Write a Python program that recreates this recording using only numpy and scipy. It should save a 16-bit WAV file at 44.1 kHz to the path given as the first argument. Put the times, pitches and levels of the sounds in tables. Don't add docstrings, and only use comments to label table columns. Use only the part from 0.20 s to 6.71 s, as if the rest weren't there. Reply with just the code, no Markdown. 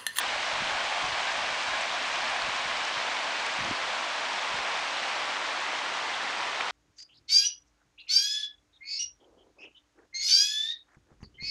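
import sys
import numpy as np
from scipy import signal
from scipy.fft import rfft, irfft, next_fast_len
from scipy.io import wavfile
from scipy.ndimage import uniform_filter1d, map_coordinates

SR = 44100
rng = np.random.default_rng(int(sys.argv[2]) if len(sys.argv) > 2 else 0)


def unload_wav(signal):
    wavfile.write(
        sys.argv[1],
        SR,
        np.round(np.clip(np.atleast_2d(signal).T, -1, 1) * 32767).astype(np.int16),
    )


N = 287091
TIME_S = np.arange(N) / SR


def amp(db):
    return 10 ** (np.asarray(db) / 20)


def unit(x):
    return x / np.sqrt(np.mean(x ** 2) + 1e-20)


def wobble(rate_hz):
    knots = rng.standard_normal(int(N * rate_hz / SR) + 4)
    return map_coordinates(knots, [TIME_S * rate_hz])


def filtered(x, response):
    size = next_fast_len(N + SR // 2)
    return irfft(rfft(x, size) * response(np.fft.rfftfreq(size, 1 / SR)), size)[:N]


def coloured(x, spectrum):
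    freq_hz, level_db = np.transpose(spectrum)
    return unit(filtered(x, lambda hz: amp(np.interp(np.log(hz + 1), np.log(freq_hz), level_db))))


def band(x, low_hz, high_hz):
    return filtered(x, lambda hz: (1j * hz / (low_hz + 1j * hz) * high_hz / (high_hz + 1j * hz)) ** 2)


def placed(start_s, waves):
    index = (start_s * SR).astype(int)[:, None] + np.arange(waves.shape[1])
    return np.bincount(index.ravel(), waves.ravel(), N)[:N]


def rings(start_s, gain, pitch_hz, cycles, rise=0, samples=1200):
    t = np.arange(samples) / SR
    age = t * (pitch_hz / cycles)[:, None]
    phase = 2 * np.pi * pitch_hz[:, None] * t * (1 + rise * age / 2)
    envelope = (1 - np.exp(-phase)) * np.exp(-np.log(1000) * age)
    return placed(start_s, gain[:, None] * envelope * np.sin(phase))


def bursts(start_s, gain, t60_s, samples=2000):
    decay = np.exp(-np.log(1000) * np.arange(samples) / SR / t60_s)
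    return placed(start_s, gain[:, None] * decay * rng.standard_normal((len(start_s), samples)))


def far_bubbles(patchy_db, bands, frames):
    cells = signal.stft(rng.standard_normal(N), nperseg=512)[2]
    patches = uniform_filter1d(rng.standard_normal(cells.shape), bands, axis=0)
    patches = unit(uniform_filter1d(patches, frames, axis=1))
    return unit(signal.istft(cells * amp(patchy_db * patches))[1][:N])


def near_bubbles(low_hz, high_hz, cycles, spread_db, rise, count, samples):
    when, smallness, distance = rng.random((count, 3)).T
    pitch_hz = low_hz * (high_hz / low_hz) ** smallness
    gain = pitch_hz * amp(-spread_db * np.log(distance + 0.002))
    return unit(rings(when * N / SR, gain, pitch_hz, cycles, rise, samples))


# time_s, shallows_share (0-1)
MIC_AIM = [(0, 0), (2.3, 0.16), (3.6, 0.57), (4.8, 0.5), (5.5, 0.92), (6.51, 0.98)]


def shallows_share():
    time_s, share = np.transpose(MIC_AIM)
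    return np.interp(TIME_S, time_s, share)


# freq_hz, level_db (relative)
FALLS_SPECTRUM = [(40, -41), (130, -27.5), (260, -12), (420, -15), (620, -1.5), (770, 1), (920, -.5),
                  (1070, 1), (1320, -4.5), (1620, -3), (1950, -10), (2350, -3.5), (4000, -26), (9000, -60)]
SHALLOWS_SPECTRUM = [(40, -40.5), (75, -29.5), (105, -21.5), (160, -21), (290, -10.5), (450, -9), (620, -4),
                     (770, -1.5), (940, 1.5), (1350, -1.2), (1550, -5), (2000, -4), (4000, -17.5),
                     (9000, -57)]


def gurgle(level_db=-33, turn_loss_db=1.1):
    share = shallows_share()
    water = np.zeros(N)
    for spectrum, weight in ((FALLS_SPECTRUM, 1 - share), (SHALLOWS_SPECTRUM, share)):
        near = near_bubbles(448, 3210, cycles=13.7, spread_db=-0.2, rise=0.12, count=4000, samples=1000)
        far = far_bubbles(patchy_db=1.06, bands=3, frames=16)
        water += np.sqrt(weight) * coloured(far + amp(-11.5) * near, spectrum)
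    return amp(level_db - turn_loss_db * share + 0.22 * wobble(rate_hz=23)) * water


# freq_hz, level_db (relative)
SPRAY_SPECTRUM = [(700, -28.5), (1600, 1), (2450, -0.5), (3200, -.5), (4200, -4.5), (5800, -10),
                  (7300, -16), (8700, -20.5), (10400, -25), (11000, -44)]


def spray(level_db=-33.5, turn_loss_db=2.5):
    near = near_bubbles(1768, 9570, cycles=22.4, spread_db=2.5, rise=0.14, count=8000, samples=400)
    far = far_bubbles(patchy_db=0.16, bands=12, frames=9)
    fizz = coloured(far + amp(-10.5) * near, SPRAY_SPECTRUM)
    return amp(level_db - turn_loss_db * shallows_share() + 0.15 * wobble(rate_hz=18)) * fizz


# start_s, length_s, level_db
HAND_SLIDES = [(0.317, 0.23, -54), (0.817, 0.08, -51), (1.182, .15, -59), (1.45, 0.06, -54),
               (2.22, 0.086, -55), (2.44, .13, -60), (3.395, .11, -42.5), (3.61, 0.084, -61),
               (4.28, .13, -57.5)]


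def hand_friction(restless_db=-62.5, settled_db=-74, settle_s=2.7, settle_span_s=0.15):
    attack_s, release_s = 0.017, 0.04
    settled = (1 + np.tanh((TIME_S - settle_s) / settle_span_s)) / 2
    fidget_db = restless_db + (settled_db - restless_db) * settled + 2.6 * wobble(rate_hz=9.5)
    power = amp(fidget_db) ** 2
    for start_s, length_s, level_db in HAND_SLIDES:
        age_s = TIME_S - start_s
        slide = np.clip(np.minimum(age_s / attack_s, 1 - (age_s - length_s) / release_s), 0, 1)
        power += (amp(level_db) * slide) ** 2
    return np.sqrt(power)


# freq_hz, level_db (relative)
RUMBLE_SPECTRUM = [(10, -11), (30, 2), (60, 2), (130, -1), (250, -7.5), (400, -2.5), (800, -48)]
SCRAPE_SPECTRUM = [(30, -24), (80, -6), (130, 2), (300, -3), (420, -8), (800, -44)]


def hand_rubs(scrape_from_db=-50.5):
    friction = hand_friction()
    scrape_share = 1 / (1 + (amp(scrape_from_db) / friction) ** 3.7)
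    rumble = coloured(rng.standard_normal(N) * amp(1.5 * wobble(rate_hz=60)), RUMBLE_SPECTRUM)
    scrape = coloured(rng.standard_normal(N) * amp(1.4 * wobble(rate_hz=90)), SCRAPE_SPECTRUM)
    return friction * (np.sqrt(1 - scrape_share) * rumble + np.sqrt(scrape_share) * amp(-0.5) * scrape)


# start_s, level_db (relative), pitch_hz
BODY_BUMPS = [(.404, -41, 110), (0.421, -36, 220), (0.84, -40.5, 125), (.925, -43, 75), (2.285, -42, 150),
              (2.454, -46, 130), (2.77, -46, 120), (3.388, -37, 240), (3.51, -26, 284), (4.341, -42, 170),
              (4.402, -48, 130)]


def hand_bumps():
    start_s, level_db, pitch_hz = np.transpose(BODY_BUMPS)
    thuds = rings(start_s, amp(level_db + 12), pitch_hz, cycles=3.1, samples=2400)
    return band(thuds, low_hz=60, high_hz=600)


# start_s, level_db (relative), pitch_hz
NEAR_DROPS = [(0.645, -36, 6660), (1.005, -29.5, 3120), (1.612, -35, 7640), (1.714, -26.5, 3530),
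              (1.852, -30, 2670), (2.1, -37, 6500), (2.221, -27, 4200), (2.571, -29, 4840),
              (2.652, -33, 6200), (2.969, -30, 3600), (3.339, -35, 7200), (5.943, -28, 3400)]


def drops():
    start_s, level_db, pitch_hz = np.transpose(NEAR_DROPS)
    splash = band(bursts(start_s, amp(level_db + 7.5), t60_s=0.027), low_hz=2200, high_hz=3200)
    plinks = rings(start_s, amp(level_db + 4.5), pitch_hz, cycles=42, rise=0.24)
    return plinks + band(splash, low_hz=300, high_hz=6000)


# peak_s, level_db, pitch_hz
POCKET_GULPS = [(1.1, -42, 1610), (1.55, -41, 1620), (2.12, -39.5, 1680), (5.2, -43, 1410)]


def gulps(width_s=0.074):
    swells = np.zeros(N)
    for peak_s, level_db, pitch_hz in POCKET_GULPS:
        cloud = near_bubbles(0.95 * pitch_hz, 1.05 * pitch_hz, cycles=70, spread_db=1.5, rise=0.05,
                             count=900, samples=2000)
        swells += amp(level_db) * np.exp(-((TIME_S - peak_s) / width_s) ** 2) * cloud
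    return swells


# start_s, level_db (relative), pitch_hz
DRY_TICKS = [(3.2655, -22.5, 8650), (6.106, -30.5, 8100), (6.4075, -18, 1510), (6.4087, -23, 2200),
             (6.411, -19, 2700)]


def ticks():
    start_s, level_db, pitch_hz = np.transpose(DRY_TICKS)
    clicks = rings(start_s, amp(level_db + 5.5), pitch_hz, cycles=6.8)
    crunch = band(bursts(start_s, amp(level_db + 7), t60_s=0.02), low_hz=700, high_hz=2600)
    return band(clicks, low_hz=302, high_hz=16000) + band(crunch, low_hz=200, high_hz=4000)


def scene():
    return (gurgle() + spray() + hand_rubs() + hand_bumps() + drops() + gulps() + ticks())[None]


def record(dry):
    rolloff_hz, limit_hz = 9600, 10800
    return filtered(dry[0], lambda hz: (hz < limit_hz) / (1 + (hz / rolloff_hz) ** 14))[None]


dry = scene()
out = record(dry)
unload_wav(out)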